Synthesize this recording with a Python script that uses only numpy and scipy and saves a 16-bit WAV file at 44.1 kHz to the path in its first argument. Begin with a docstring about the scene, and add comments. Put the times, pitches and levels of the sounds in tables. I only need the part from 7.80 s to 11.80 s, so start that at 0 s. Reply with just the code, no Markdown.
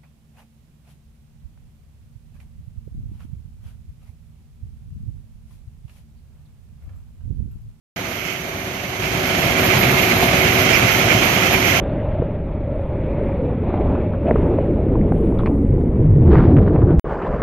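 """A wire drawing machine runs steadily in a factory hall. The sound cuts in quietly: the drive rumbles
and hums, wire chatters against steel on the right as it is coiled, and friction in the guides gives a
thin, fitful sizzle. From just before one second the wire drags now and then with a rasp, and the whole
is faded up. From about two seconds, at full level, the frame thumps at its low resonances.
Near three seconds, and again near the end, the taut wire sings briefly."""
import sys
import numpy as np
from scipy import signal
from scipy.fft import rfft, irfft
from scipy.io import wavfile
from scipy.ndimage import uniform_filter1d

SR = 44100
rng = np.random.default_rng(int(sys.argv[2]) if len(sys.argv) > 2 else 0)


def wrap_up_sound(samples):
    """Save the sound to the file named by the first command line argument, as 16-bit audio."""
    columns = np.atleast_2d(samples).T
    # keep every value between -1 and 1, then stretch to whole-number steps
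    tamed = np.clip(columns, -1, 1)
    steps = np.round(tamed * 32767).astype(np.int16)
    wavfile.write(sys.argv[1], SR, steps)


N = 176400
TIME = np.arange(N) / SR
FREQ = np.fft.rfftfreq(N, 1 / SR)


def drive_roar():
    """Broadband machine noise in a hall: coherent between the sides in the bass, diffuse above."""
    # frequency_hz, left_db_per_hz, right_db_per_hz
    density = [(15, -72, -72), (30, -74, -74), (50, -50.5, -48), (82.6, -45.5, -47.5), (126, -45.5, -45.8),
               (195, -45.5, -44.5), (225, -48.5, -47.5), (360, -49, -47.5), (420, -52.5, -52.5),
               (475, -52, -52.5), (567, -50, -51), (694, -49, -45.5), (760, -54.5, -50.5),
               (860, -56, -52.5), (1030, -55.5, -57), (1160, -55.5, -57), (1210, -55, -53),
               (1380, -58.5, -54), (1590, -58, -54), (2000, -65, -51), (2800, -64, -58), (3130, -63.5, -57),
               (3470, -61, -61.5), (4000, -61.5, -60.5), (5470, -68.5, -71), (6700, -65, -65),
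               (7840, -91, -82), (8440, -74, -69), (9770, -81.5, -102), (10670, -73.5, -68.5),
               (13000, -73, -78.5)]
    # frequency_hz, left_right_correlation
    coherence = [(60, 0.96), (130, 1), (280, 0.85), (610, 0.59), (1310, 0.021), (13000, 0.032)]
    left_lead_s = .00005
    common, independent = rfft(rng.standard_normal((2, N)))
    alike = spectrum(coherence, FREQ)[0]
    left = common * np.exp(2j * np.pi * FREQ * left_lead_s)
    right = alike * common + np.sqrt(1 - alike ** 2) * independent
    noise = irfft(np.array([left, right]) * amp(spectrum(density, FREQ)), N) * np.sqrt(SR / 2)
    return heave(flicker(noise))


def flicker(noise):
    """Random amplitude modulation, first in small patches of time and frequency, then overall."""
    patch_s, patch_hz, patch_db, flicker_db = .025, 300, .5, 1.32
    size, hop = 2048, 512
    frames = signal.stft(noise, nperseg=size, noverlap=size - hop)[2]
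    patches = rng.standard_normal((frames.shape[2], frames.shape[1])).T
    patches = uniform_filter1d(patches, round(patch_s * SR / hop), axis=1)
    patches = unit(uniform_filter1d(patches, round(patch_hz * size / SR), axis=0))
    mottled = signal.istft(frames * amp(patch_db * patches), nperseg=size, noverlap=size - hop)[1]
    return mottled[:, :N] * amp(flicker_db * waver(hz=38.8))


def heave(noise):
    """Slow modulation of the low band alone: the deep rumble rises and falls."""
    # time_s, gain_db
    rumble_gain = [(.16, -3), (.7, -0.5), (1.3, -1.5), (1.85, -2), (2.03, -0.5), (2.25, -3.5), (2.7, -.5),
                   (3.3, -1.5), (4, 0)]
    cutoff_hz = 155
    deep = irfft(rfft(noise) / (1 + (FREQ / cutoff_hz) ** 6), N)
    return noise + deep * (amp(curve(rumble_gain)) - 1)


def drive_hum():
    """Periodic forces give a line spectrum: a clean gear tone above weaker motor and frame tones."""
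    # pitch_hz, left_db, right_db, left_lead_rad
    motor_tones = [(60, -46, -45, 0), (99.3, -41, -41, 0), (108, -39.5, -39.5, 0), (125.2, -38, -38.5, 0),
                   (250.3, -45, -38, .3), (360.2, -45, -40, 0), (549, -41, -49, 0), (653, -43, -45, 0),
                   (675, -44, -43, 0), (751, -49, -38.5, .5), (1080.4, -42, -60, 0), (2336, -56, -39, 1),
                   (3216, -56, -43, 0), (4210, -66, -52, 0)]
    # time_s, gain_db
    motor_gain = [(.16, -2.5), (1.2, 3.5), (1.7, 4.5), (2.25, 0), (2.7, 3), (3.3, 2.5), (4, -.5)]
    # time_s, gain_db
    gear_gain = [(.16, -2), (.55, 3), (1.0, 0), (1.35, 3.5), (1.6, 0), (1.95, 3), (2.15, 2.5), (2.39, 4.5),
                 (2.48, 1), (2.8, 3.5), (3.0, 0), (3.3, -0.5), (3.5, -4), (3.7, 6), (4, -3)]
    motor = sum(drive_tone(*row, waver_db=1.5, drift_rad=.3) for row in motor_tones)
    gear = drive_tone(375.5, left_db=-29.5, right_db=-32.2, left_lead_rad=.2, waver_db=.8, drift_rad=.2)
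    return motor * amp(curve(motor_gain)) + gear * amp(curve(gear_gain))


def drive_tone(pitch_hz, left_db, right_db, left_lead_rad, waver_db, drift_rad):
    """A sinusoid with slight random amplitude and phase modulation, on both sides."""
    phase = 2 * np.pi * (pitch_hz * TIME + rng.random()) + drift_rad * waver(hz=4)
    level = np.sqrt(2) * amp(waver_db * waver(hz=4))
    left = amp(left_db) * np.sin(phase + left_lead_rad)
    right = amp(right_db) * np.sin(phase)
    return level * np.array([left, right])


def frame_thumps():
    """Low normal modes of the frame swell and die away in short, dull thumps."""
    # centre_s, length_s, pitch_hz, level_db
    thumps = [(1.973, 0.051, 131, -19), (2.08, 0.049, 130.8, -21), (2.154, 0.079, 138, -26),
              (2.48, 0.048, 111.2, -24), (2.648, 0.045, 158, -21.5), (2.785, 0.05, 110, -25.5),
              (3.035, .09, 116, -22), (3.07, 0.041, 243, -30), (3.254, 0.043, 110.3, -19.5),
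              (3.362, 0.051, 111.6, -18), (3.55, 0.05, 133.3, -22), (3.665, 0.051, 95.7, -21.5),
              (3.842, .05, 105.2, -27), (3.924, 0.033, 92, -20)]
    out = np.zeros(N)
    for centre_s, length_s, pitch_hz, level_db in thumps:
        mode = np.sqrt(2) * np.sin(2 * np.pi * (pitch_hz * TIME + rng.random()))
        out += amp(level_db) * swell(centre_s, length_s) * mode
    return out


def wire_chatter():
    """Impact excitation: countless hits of wire on steel ring briefly and reverberate in the hall."""
    # frequency_hz, relative_db
    steel_response = [(900, -40), (1200, -14), (1350, -5.5), (1900, -9.5), (2030, -1), (2300, -0.5),
                      (2600, -0.5), (2950, -4), (3200, -4.5), (3550, -18), (3950, -33.5), (4200, -16),
                      (4450, -18), (5400, -13.5), (5750, -17), (6700, -16.5), (8000, -29.5), (13000, -57)]
    # time_s, gain_db
    strength = [(.16, 1.5), (.5, 4), (.7, -2.5), (1.0, 0.5), (1.2, -1), (1.6, 0), (2.1, -2.5), (2.8, 0.5),
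                (2.98, 3.5), (3.2, 0.5), (4, 2.5)]
    hits_per_s, spots = 1900, 8
    steel_t60_s, hall_t60_s, hall_db = .0083, .64, -1.5
    drag_share, waver_db = .12, 1.5
    ringing = np.zeros((2, N))
    for _ in range(spots):
        hits = (rng.random(N) < hits_per_s / SR / spots).astype(float)
        for side in range(2):
            ringing[side] += ring(hits, steel_t60_s) + amp(hall_db) * ring(hits, hall_t60_s)
    coloured = irfft(rfft(ringing) * amp(spectrum(steel_response, FREQ)), N)
    gain = amp(curve(strength) + drag_share * drag_db() + waver_db * waver(hz=8.5))
    return sides(left_db=-34, right_db=-18.5) * [unit(side) for side in coloured] * gain


def wire_rasp():
    """Stick-slip friction: each quick slip of the wire rings the steel modes by differing amounts."""
    # pitch_hz, bandwidth_hz, relative_db
    modes = [(2074, 170, -2.5), (2142, 73, 0), (2330, 50, 1), (2490, 140, -3), (2710, 270, -4),
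             (3180, 250, -9.5)]
    slips_per_s, spread_db, waver_db = 1000, 1, 1.5
    sizes = amp(spread_db * np.minimum(rng.exponential(1, N), 3))
    slips = sizes * (rng.random(N) < slips_per_s / SR)
    t = TIME[:SR // 10]
    ringing = np.zeros((2, N))
    for pitch_hz, bandwidth_hz, relative_db in modes:
        mode = np.exp(-np.pi * bandwidth_hz * t) * np.sin(2 * np.pi * pitch_hz * t)
        force = slips * rng.uniform(-.96, 1, (2, N))
        ringing += amp(relative_db) * unit(signal.oaconvolve(force, mode[None])[:, :N])
    gain = amp(drag_db() + waver_db * waver(hz=60))
    return sides(left_db=-45, right_db=-23.5) * unit(ringing) * gain


def drag_db():
    """Friction excites the steel more strongly in the moments when the wire drags."""
    # centre_s, length_s, gain_db
    drags = [(0.822, 0.03, 6.5), (1.137, 0.062, 2), (1.243, .025, 8), (1.35, 0.044, 3), (1.635, .03, 5),
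             (1.7, 0.091, 6), (1.786, .04, 3), (1.912, 0.058, 9), (1.97, 0.043, 2), (2.042, .04, 6.5),
             (2.098, 0.019, 6), (2.19, 0.05, 5.5), (2.237, 0.022, 8), (2.49, .027, 9), (2.567, 0.017, 9.5),
             (2.637, 0.061, 7), (2.768, .04, -1), (2.908, .018, 11.5), (2.96, 0.06, 10.5), (3.03, .022, 3),
             (3.095, .045, 7), (3.214, .022, 8), (3.322, 0.036, 8.5), (3.45, 0.065, 5), (3.742, 0.045, 10)]
    return sum(gain_db * swell(centre_s, length_s) for centre_s, length_s, gain_db in drags)


def guide_scrape():
    """Sliding friction in the guides excites two narrow, hissing resonances that surge together."""
    # centre_s, strength
    surges = [(.31, 3.5), (.37, 3), (.53, 3), (1.17, -1), (1.76, -4), (1.865, 3), (2.0, 1), (2.29, 1),
              (2.38, 1), (2.46, 0.5), (2.53, -3), (2.59, 1), (2.80, 3), (2.89, -3), (2.98, 3), (3.04, -3),
              (3.125, 2.5), (3.27, -2), (3.46, 1.5), (3.61, 2.5), (3.735, 3)]
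    # time_s, gain_db
    low_gain = [(.16, 4.5), (1.2, 3), (1.8, -5), (2.4, -7), (2.75, 1.5), (3.3, 3.5), (3.8, 0), (4, 10)]
    low_depth_db, high_depth_db = .8, 1.8  # per unit of surge
    surge = sum(strength * swell(centre_s, length_s=.036) for centre_s, strength in surges)
    surge += .8 * waver(hz=24.8)
    low = unit(hiss_band(6088, bandwidth_hz=230) * amp(low_depth_db * surge))
    high = unit(hiss_band(11970, bandwidth_hz=950) * amp(high_depth_db * surge))
    return sides(-40, -37) * low * amp(curve(low_gain)) + sides(-37.5, -29) * high


def wire_singing():
    """Lightly damped resonances of the taut wire sound briefly as narrow bands of noise."""
    # centre_s, length_s, pitch_hz, level_db
    notes = [(2.945, .045, 4950, -33), (2.947, .045, 5430, -29), (2.96, .05, 5920, -35),
             (3.798, .05, 6090, -36)]
    return sum(amp(level_db) * swell(centre_s, length_s) * hiss_band(pitch_hz, bandwidth_hz=55)
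               for centre_s, length_s, pitch_hz, level_db in notes)


def ring(hits, t60_s):
    """Densely spaced modes respond like exponentially decaying noise, here of unit energy."""
    tail = rng.standard_normal(SR) * amp(-60 * TIME[:SR] / t60_s)
    return signal.fftconvolve(hits, tail / np.linalg.norm(tail))[:N]


def hiss_band(pitch_hz, bandwidth_hz):
    """Noise through one resonance, uncorrelated between the sides."""
    noise = rfft(rng.standard_normal((2, N)))
    return unit(irfft(noise / (1 + (2 * (FREQ - pitch_hz) / bandwidth_hz) ** 2), N))


def waver(hz):
    """Low-pass random motion of rms 1, up to about the given rate."""
    low_pass = np.exp(-(FREQ / hz) ** 2) * (FREQ > 0)
    return unit(irfft(rfft(rng.standard_normal(N)) * low_pass, N))


def swell(centre_s, length_s):
    """Gaussian envelope; the length is its full width at 1/e of the peak."""
    return np.exp(-(2 * (TIME - centre_s) / length_s) ** 2)


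def spectrum(table, hz):
    """Interpolates each value column on a logarithmic frequency axis."""
    points_hz, *columns = np.transpose(table)
    return np.array([np.interp(np.log(hz + 1), np.log(points_hz + 1), column) for column in columns])


def curve(table):
    """Linear interpolation between (time_s, value) points."""
    return np.interp(TIME, *np.transpose(table))


def sides(left_db, right_db):
    """A level difference between the ears places a source to one side."""
    return amp([[left_db], [right_db]])


def amp(db):
    """Decibels to amplitude ratio."""
    return 10 ** (np.asarray(db) / 20)


def unit(x):
    """Scales to rms 1."""
    return x / np.sqrt(np.mean(x ** 2) + 1e-20)


def scene():
    """Superposition: the pressures from the drive and the wire add."""
    drive = drive_roar() + drive_hum() + frame_thumps()
    return drive + wire_chatter() + wire_rasp() + guide_scrape() + wire_singing()


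def record(dry):
    """The sound cuts in and is faded up; soft saturation rounds its peaks and a low-pass follows."""
    # time_s, gain_db
    fader = [(.16, -11.5), (.5, -11.5), (1.05, -11.5), (1.35, -5), (1.66, -2.5), (2.05, 1.3), (2.4, 0),
             (3.0, -0.1), (4.0, -1.24)]
    start_s, cut_in_s, ceiling, cutoff_hz = .16, .004, .93, 13150
    faded = dry * amp(curve(fader)) * np.clip((TIME - start_s) / cut_in_s, 0, 1)
    knee = .7 * ceiling
    linear = np.clip(faded, -knee, knee)
    rounded = linear + (ceiling - knee) * np.tanh((faded - linear) / (ceiling - knee))
    low_pass = signal.firwin(1023, cutoff_hz, window=("kaiser", 9), fs=SR)
    return signal.oaconvolve(rounded, low_pass[None], "same")


dry = scene()
out = record(dry)
wrap_up_sound(out)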